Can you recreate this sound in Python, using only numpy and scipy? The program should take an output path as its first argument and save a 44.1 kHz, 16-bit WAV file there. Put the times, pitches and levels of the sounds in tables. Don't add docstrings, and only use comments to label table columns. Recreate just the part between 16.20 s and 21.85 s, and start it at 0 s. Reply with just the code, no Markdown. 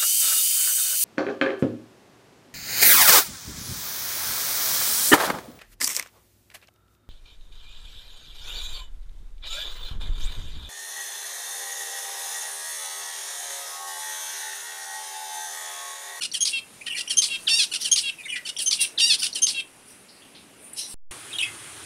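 import sys
import numpy as np
from scipy import signal
from scipy.fft import rfft, irfft, next_fast_len
from scipy.io import wavfile
from scipy.ndimage import uniform_filter1d, map_coordinates

SR = 44100
rng = np.random.default_rng(int(sys.argv[2]) if len(sys.argv) > 2 else 0)


def store_wav(level_fs):
    pcm = np.round(np.clip(np.atleast_2d(level_fs), -1, 1) * 32767)
    wavfile.write(sys.argv[1], SR, pcm.T.astype(np.int16))


N = 249165
TOP_HZ = 15750
DROPOUT_START_S, DROPOUT_END_S = 4.7425, 4.9105


def amp(db):
    return 10 ** (np.asarray(db) / 20)


def unit_rms(x):
    return x / np.sqrt(np.mean(np.abs(x) ** 2) + 1e-20)


def curve_at(points, hz):
    point_hz, values = np.transpose(points)
    return np.interp(np.log(hz + 1), np.log(point_hz + 1), values)


def wobble(n, rate_hz):
    knots = rng.standard_normal(int(n / SR * 2000) + 4)
    return map_coordinates(knots, [np.arange(n) * min(rate_hz, 2000) / SR])


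def blur(n, rate_hz):
    return wobble(n, rate_hz) + 1j * wobble(n, rate_hz)


def filtered(x, response):
    size = next_fast_len(len(x) + 8192)
    return irfft(rfft(x, size) * response(np.fft.rfftfreq(size, 1 / SR)), size)[:len(x)]


def patchy_noise(spectrum, patchy_db):
    bins = signal.stft(rng.standard_normal(N), nperseg=512)[2]
    patches = uniform_filter1d(uniform_filter1d(rng.standard_normal(bins.shape), 6, 0), 10, 1)
    noise = signal.istft(bins * amp(patchy_db * unit_rms(patches)), nperseg=512)[1][:N]
    return unit_rms(filtered(noise, lambda hz: amp(curve_at(spectrum, hz))))


def add(track, start_s, sound):
    part = track[round(start_s * SR):][:len(sound)]
    part += sound[:len(part)]


# time in seconds, murmur and hiss in relative dB.
ROOM_LEVELS = [(0, -53, -58.5), (1.3, -51.5, -47.5), (2.1, -54.5, -54.5), (2.8, -49, -54),
               (3.5, -52.5, -57.5), (4.7, -51, -58.5)]
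# frequency in Hz, relative density in dB.
MURMUR_SPECTRUM = [(28, -70.5), (62, -11.5), (270, -1), (500, -7), (1700, -13), (2700, -10), (4000, -22.5),
                   (16000, -66)]
HISS_SPECTRUM = [(2000, -12), (5000, -11), (7500, -11.5), (9600, -3.5), (11500, -13.5), (16000, -29)]
LOUD_ROOM_SPECTRUM = [(30, -34), (109, 0), (190, -12.5), (335, -3), (500, -12), (1300, -8), (3270, -9),
                      (5130, -15), (7400, -13), (9500, -4.5), (12000, -22), (16000, -35)]


def room_noise():
    t = np.arange(N) / SR
    times_s, murmur_db, hiss_db = np.transpose(ROOM_LEVELS)
    murmur = amp(np.interp(t, times_s, murmur_db) - 2.3) * patchy_noise(MURMUR_SPECTRUM, patchy_db=1.5)
    hiss = amp(np.interp(t, times_s, hiss_db) + 2.5) * patchy_noise(HISS_SPECTRUM, patchy_db=2)
    surge_db = 5 * np.exp(-np.abs(t - DROPOUT_END_S) / 0.0193)
    loud_room = amp(-41.5 + surge_db) * patchy_noise(LOUD_ROOM_SPECTRUM, patchy_db=1.1)
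    return np.where(t < DROPOUT_END_S, murmur + hiss, loud_room)


# frequency in Hz, gain in dB.
VOICE_COLOUR = [(950, -27.5), (1450, -15.5), (2100, -18.5), (2750, 2), (3600, -1), (5700, 1), (6400, -9),
                (7300, -10), (9600, -3.5), (11500, -22), (13500, -30.5), (16000, -42)]


def syllable(gesture, pitch_ratio, beak_path_hz, treble_db, throb_db, beak_db, tilt_db_per_khz=0,
             strong_every=1, strong_shift=0, weak_db=0, shut_db=0, hiss=0.058):
    times_s, *columns = np.transpose(gesture)
    length_s = times_s[-1]
    t = np.arange(times_s[0], length_s, 1 / SR)
    n = len(t)
    pitch_hz, db, roughness = [np.interp(t, times_s, column) for column in columns]
    pitch_hz = pitch_hz * pitch_ratio * (1 + 0.0046 * wobble(n, 125.4))
    harmonics = np.arange(1, 31)[:, None]
    hz = harmonics * pitch_hz
    weak = (harmonics + strong_shift) % strong_every > 0

    beak_hz = np.interp(t, np.linspace(0, length_s, len(beak_path_hz)), beak_path_hz)
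    shape_db = curve_at(VOICE_COLOUR, hz) + beak_db / (1 + ((hz - beak_hz) / 700) ** 2)
    shape_db += weak_db * weak
    shape_db += tilt_db_per_khz * np.minimum(np.abs(hz / 1000 - 2.7), 3.5)
    shape_db += shut_db * np.exp(-(t / 0.013) ** 2) * np.clip((hz - 4300) / 1400, 0, 1)
    gain = amp(shape_db) * (hz < TOP_HZ)
    gain /= np.sqrt(np.sum(gain ** 2 * (hz < 7000), 0) / 2)
    lift_db = treble_db + 0.7 * (-25 - db)
    gain *= amp(lift_db * np.clip((hz - 6500) / 1000, 0, 1))

    noise_share = roughness * (1 + (hz / 6000) ** 2) + hiss * (hz > 6800)
    noise_share = np.clip(noise_share + 0.55 * weak, 0, 1)
    rasp = np.array([blur(n, 900) for _ in harmonics]) / np.sqrt(2)
    swell = amp(2.5 * np.array([wobble(n, 76) for _ in harmonics]))
    phase = 2 * np.pi * harmonics * np.cumsum(pitch_hz) / SR + 0.3 * harmonics ** 2
    partials = (np.sqrt(1 - noise_share) * swell + np.sqrt(noise_share) * rasp) * np.exp(1j * phase)
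    fades = np.minimum(t / 0.003, 1) * np.minimum((length_s - t) / 0.01, 1)
    return fades * amp(db + throb_db * wobble(n, 250)) * np.sum(gain * partials.imag, 0)


# time in seconds, base pitch in Hz, base level in dB, roughness 0-1.
OPENER_GESTURE = [(0, 1430, -56, 0.1), (.007, 1526, -32.5, .05), (.016, 1467, -31.5, .15),
                  (.021, 890, -34, .4), (.028, 910, -30, 0.2), (.04, 787, -33, 0.5),
                  (.052, 730, -28.5, 0.2), (.068, 688, -49.5, 0.4)]
SLIDE_GESTURE = [(0, 715, -38.5, .6), (.012, 674.6, -25, 0.32), (.018, 652, -24.5, .22),
                 (.03, 591, -34, 0.22), (.054, 564, -33.5, .45)]
WHISTLE_GESTURE = [(0, 840.6, -47, .04), (.005, 774, -19, 0.09), (.019, 797, -16, .05),
                   (.027, 789, -17.5, 0.036), (.044, 754, -32, 0.036)]
RASP_GESTURE = [(0, 951, -46, .25), (.008, 1022, -18.5, 0.258), (.014, 1328, -26, .7),
                (.03, 1170, -19.5, 0.36), (.042, 916, -28.5, .7), (.082, 598, -45, 0.95)]
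STACK_GESTURE = [(0, 568, -32, .5), (.01, 557, -41.5, .35), (.02, 555, -28.5, 0.05),
                 (.064, 540.7, -28.5, 0.021), (.076, 533, -26.5, .3), (.096, 553, -60, 0.45)]
# start in seconds, spacing ratio, slide/rasp/stack gain in dB, slide/rasp pitch
# ratio, opener gain in dB and pitch ratio, whistle gain in dB and pitch ratio, stack pitch ratio,
# low pip's first and last pitch in Hz.
FINCH_MOTIFS = [(.005, .995, -0.55, 0.97, 2, 0.96, -4, 1.03, .988, 4650, 3800),
                (.759, 1.047, 0.4, 0.96, 0.3, 0.96, 2.5, 1, .994, 2530, 3360),
                (1.512, 1.001, 0.65, 0.95, 3.5, 0.97, 1.5, 1.022, 1.0001, 4400, 4100),
                (2.248, 1.05, 0.1, 0.96, -1.4, 1, -1.5, .99, 1.003, 2750, 3460),
                (3.016, 1.01, -1.1, 0.95, 4, 1, 0.2, 1.01, .992, 4560, 4166)]


def finch_motifs():
    out = np.zeros(N)
    for (start_s, spacing, db, ratio, opener_db, opener_ratio,
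         whistle_db, whistle_ratio, stack_ratio, _, _) in FINCH_MOTIFS:
        opener = syllable(OPENER_GESTURE, opener_ratio, (3100, 4200, 3100), treble_db=-0.5,
                          throb_db=2.3, beak_db=-0.5, tilt_db_per_khz=-1.18, shut_db=-5)
        slide = syllable(SLIDE_GESTURE, ratio, (5000, 4600, 3250), treble_db=1.5, throb_db=1.3,
                         beak_db=-4, tilt_db_per_khz=-0.7, strong_every=2, strong_shift=1, weak_db=-14)
        whistle = syllable(WHISTLE_GESTURE, whistle_ratio, (6100, 6280, 6300), treble_db=10,
                           throb_db=1.9, beak_db=18.5, strong_every=4, weak_db=-18, hiss=0.37)
        rasp = syllable(RASP_GESTURE, ratio, (4400, 4600, 4000), treble_db=4.5,
                        throb_db=-1.2, beak_db=8, tilt_db_per_khz=0.5)
        stack = syllable(STACK_GESTURE, stack_ratio, (3500, 3100, 2900), treble_db=9,
                         throb_db=0.6, beak_db=5, tilt_db_per_khz=-6)
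        add(out, start_s, amp(opener_db) * opener)
        add(out, start_s + spacing * 0.13, amp(db) * slide)
        add(out, start_s + spacing * 0.1993, amp(whistle_db) * whistle)
        add(out, start_s + spacing * 0.243, amp(db) * rasp)
        add(out, start_s + spacing * 0.311, amp(db) * stack)
    return out


def chirp(length_s, from_hz, to_hz, db):
    progress = np.arange(0, 1, 1 / (length_s * SR))
    n = len(progress)
    hz = (from_hz + (to_hz - from_hz) * progress) * (1 + 0.008 * wobble(n, 250))
    phase = 2 * np.pi * np.cumsum(hz) / SR
    throb_db = 2.4 * wobble(n, 300)
    tone = (1 + 0.32 * blur(n, 1100)) * np.exp(1j * phase)
    for k in (2, 3, 4):
        overtone_db = -24.5 + 11.8 * np.exp(-((k * hz - 9400) / 1200) ** 2) - 12 * (k * hz > 11000)
        tone += amp(overtone_db) * (0.2 + 1.2 * blur(n, 1100)) * np.exp(1j * k * phase)
    return amp(db + throb_db) * np.sqrt(2 * np.sin(np.pi * progress)) * tone.imag


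def finch_pips():
    out = np.zeros(N)
    for start_s, spacing, db, *_, from_hz, to_hz in FINCH_MOTIFS:
        add(out, start_s + spacing * 0.111, chirp(0.006, from_hz, to_hz, db - 31))
        add(out, start_s + spacing * 0.116, chirp(0.008, 5890, 5550, db - 32))
    return out


# start and length in seconds, first and last pitch in Hz, level in dB.
RASPY_NOTES = [(0.61, .017, 2225, 2660, -39), (0.668, .02, 1880, 1875, -40),
               (0.699, 0.022, 3086, 2700, -31.5), (0.718, 0.021, 2736, 2856, -30),
               (0.745, 0.017, 2327, 2356, -30), (0.765, 0.019, 1900, 1986, -37),
               (1.61, 0.017, 4600, 4900, -39), (1.98, 0.044, 2620, 2332, -41),
               (2.032, 0.028, 3550, 3730, -45), (2.053, 0.023, 2345, 1955, -35),
               (2.082, 0.0415, 2950, 2890, -30.5), (2.119, 0.03, 2490, 2333, -30),
               (2.147, 0.034, 2133, 1876, -33.5), (5.104, 0.021, 2400, 2690, -43),
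               (5.128, 0.0093, 3950, 3300, -33), (5.134, 0.04, 3210, 3350, -34.5),
               (5.184, 0.0058, 3900, 3440, -24.5), (5.187, 0.023, 3040, 2680, -26.5),
               (5.202, 0.017, 2764, 3340, -24), (5.219, 0.057, 3350, 3270, -35),
               (5.221, 0.025, 2513, 2630, -24.5), (5.249, 0.056, 2164, 2026, -41.5)]


def raspy_notes():
    out = np.zeros(N)
    for start_s, *note in RASPY_NOTES:
        add(out, start_s, chirp(*note))
    return out


# time in seconds, base pitch in Hz, base level in dB, roughness 0-1.
SHORT_CALL_GESTURE = [(0, 738, -42, .2), (.007, 735, -26, .1), (.017, 635, -31.5, .15),
                      (.036, 586, -33, .3)]
LONG_CALL_GESTURE = [(0, 2021, -32, .1), (.006, 1893, -21.5, 0.27), (.013, 1617, -13.5, 0.12),
                     (.021, 1330, -25.5, .3), (.025, 1077, -16.5, 0.65), (.036, 890, -17.5, 0.07),
                     (.047, 920.5, -17, .03), (.07, 910, -17, 0.014), (.092, 926, -19, .03),
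                     (.11, 967, -23.5, .04), (.135, 847.5, -15.5, 0.037), (.158, 820, -18.5, .2),
                     (.174, 740, -19, 0.62), (.195, 663, -45, 0.51)]
# start in seconds, gain in dB, pitch ratio.
SHORT_CALLS = [(0.661, -1, .995), (2.155, -4, 0.78)]
LONG_CALLS = [(1.268, -2.1, .995), (2.775, -1.63, 1.02)]


def finch_calls():
    out = np.zeros(N)
    for start_s, db, ratio in SHORT_CALLS:
        call = syllable(SHORT_CALL_GESTURE, ratio, (2900, 2800),
                        treble_db=1.5, throb_db=0.9, beak_db=6, tilt_db_per_khz=-3)
        add(out, start_s, amp(db) * call)
    for start_s, db, ratio in LONG_CALLS:
        call = syllable(LONG_CALL_GESTURE, ratio, (3500, 3430, 4900, 4387, 4020, 4200, 3400),
                        treble_db=6.5, throb_db=0.9, beak_db=8, shut_db=-29.5, hiss=0.07)
        add(out, start_s, amp(db) * call)
    return out


# frequency in Hz, relative density in dB.
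RUSTLE_SPECTRUM = [(900, -50.5), (2600, -17.5), (3300, -13), (5600, -6), (7300, -21), (9600, -6),
                   (12000, -24), (16000, -34.5)]
# peak time and rise in seconds, level in dB, treble gain in dB.
WING_RUSTLES = [(1.622, 0.018, -27, -5.5), (2.424, 0.0088, -30.5, 7), (2.62, 0.012, -20, 5),
                (3.002, 0.016, -30, 1), (3.044, 0.014, -27, 0), (3.7, 0.031, -56, 11),
                (4.452, .04, -68, 24.5), (4.535, 0.0028, -53, 21.5), (4.595, 0.024, -29, -1.5),
                (4.723, 0.038, -49, 14.5)]


def wing_rustles():
    t = np.arange(N) / SR
    spiky = patchy_noise(RUSTLE_SPECTRUM, patchy_db=4) * amp(0.83 * wobble(N, 700))
    treble = filtered(spiky, lambda hz: hz > 7300)
    out = np.zeros(N)
    for peak_s, rise_s, db, treble_db in WING_RUSTLES:
        rise = np.exp(-((t - peak_s) / rise_s) ** 2)
        fall = np.exp(-np.maximum(t - peak_s, 0) / (1.54 * rise_s))
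        out += amp(db) * np.where(t < peak_s, rise, fall) * (spiky + (amp(treble_db) - 1) * treble)
    return out


# start in seconds, centre and width in Hz, level in dB.
FAR_CALLS = [(3.885, 4660, 600, -50.5), (3.964, 4400, 500, -56), (4.016, 3050, 400, -52),
             (4.147, 3700, 1120, -46.5)]


def far_birds(rise_s=0.0061, hold_s=0.0084, decay_db_per_s=180):
    t = np.arange(SR // 4) / SR
    envelope = np.minimum(t / rise_s, 1) * amp(-decay_db_per_s * np.maximum(t - hold_s, 0))
    out = np.zeros(N)
    for start_s, centre_hz, width_hz, db in FAR_CALLS:
        noise = rng.standard_normal(len(t))
        band = filtered(noise, lambda hz: np.exp(-0.5 * ((hz - centre_hz) / width_hz) ** 2))
        add(out, start_s, amp(db) * unit_rms(band) * envelope)
    return out


# frequency in Hz, time to fall 60 dB in seconds.
WALL_T60 = [(1500, 0.23), (2800, 0.2), (4500, 0.14), (6400, 0.22), (12000, 0.1)]


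def wall_reverb(x, delay_s=0.0036):
    out, block = np.zeros(N + SR), SR // 4
    for start in range(0, N, block):
        hz, t, bins = signal.stft(rng.standard_normal(SR // 2), SR, nperseg=256)
        decay = amp(-60 * t / curve_at(WALL_T60, hz)[:, None])
        tail = signal.istft(bins * decay, SR, nperseg=256)[1]
        tail /= np.linalg.norm(tail)
        add(out, start / SR + delay_s, signal.fftconvolve(x[start:start + block], tail))
    return out[:N]


def scene():
    song = finch_motifs() + finch_calls()
    small_sounds = raspy_notes() + finch_pips() + wing_rustles()
    reverb = wall_reverb(amp(-12.5) * song + amp(-6.5) * small_sounds)
    return (song + small_sounds + reverb + far_birds() + room_noise())[None]


def record(dry):
    t = np.arange(N) / SR
    offset = amp(-36.2) * (1 + 0.074 * wobble(N, 82))
    interrupted = np.where((t > DROPOUT_START_S) & (t < DROPOUT_END_S), offset, dry[0])
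    return filtered(interrupted, lambda hz: hz < TOP_HZ)[None]


dry = scene()
out = record(dry)
store_wav(out)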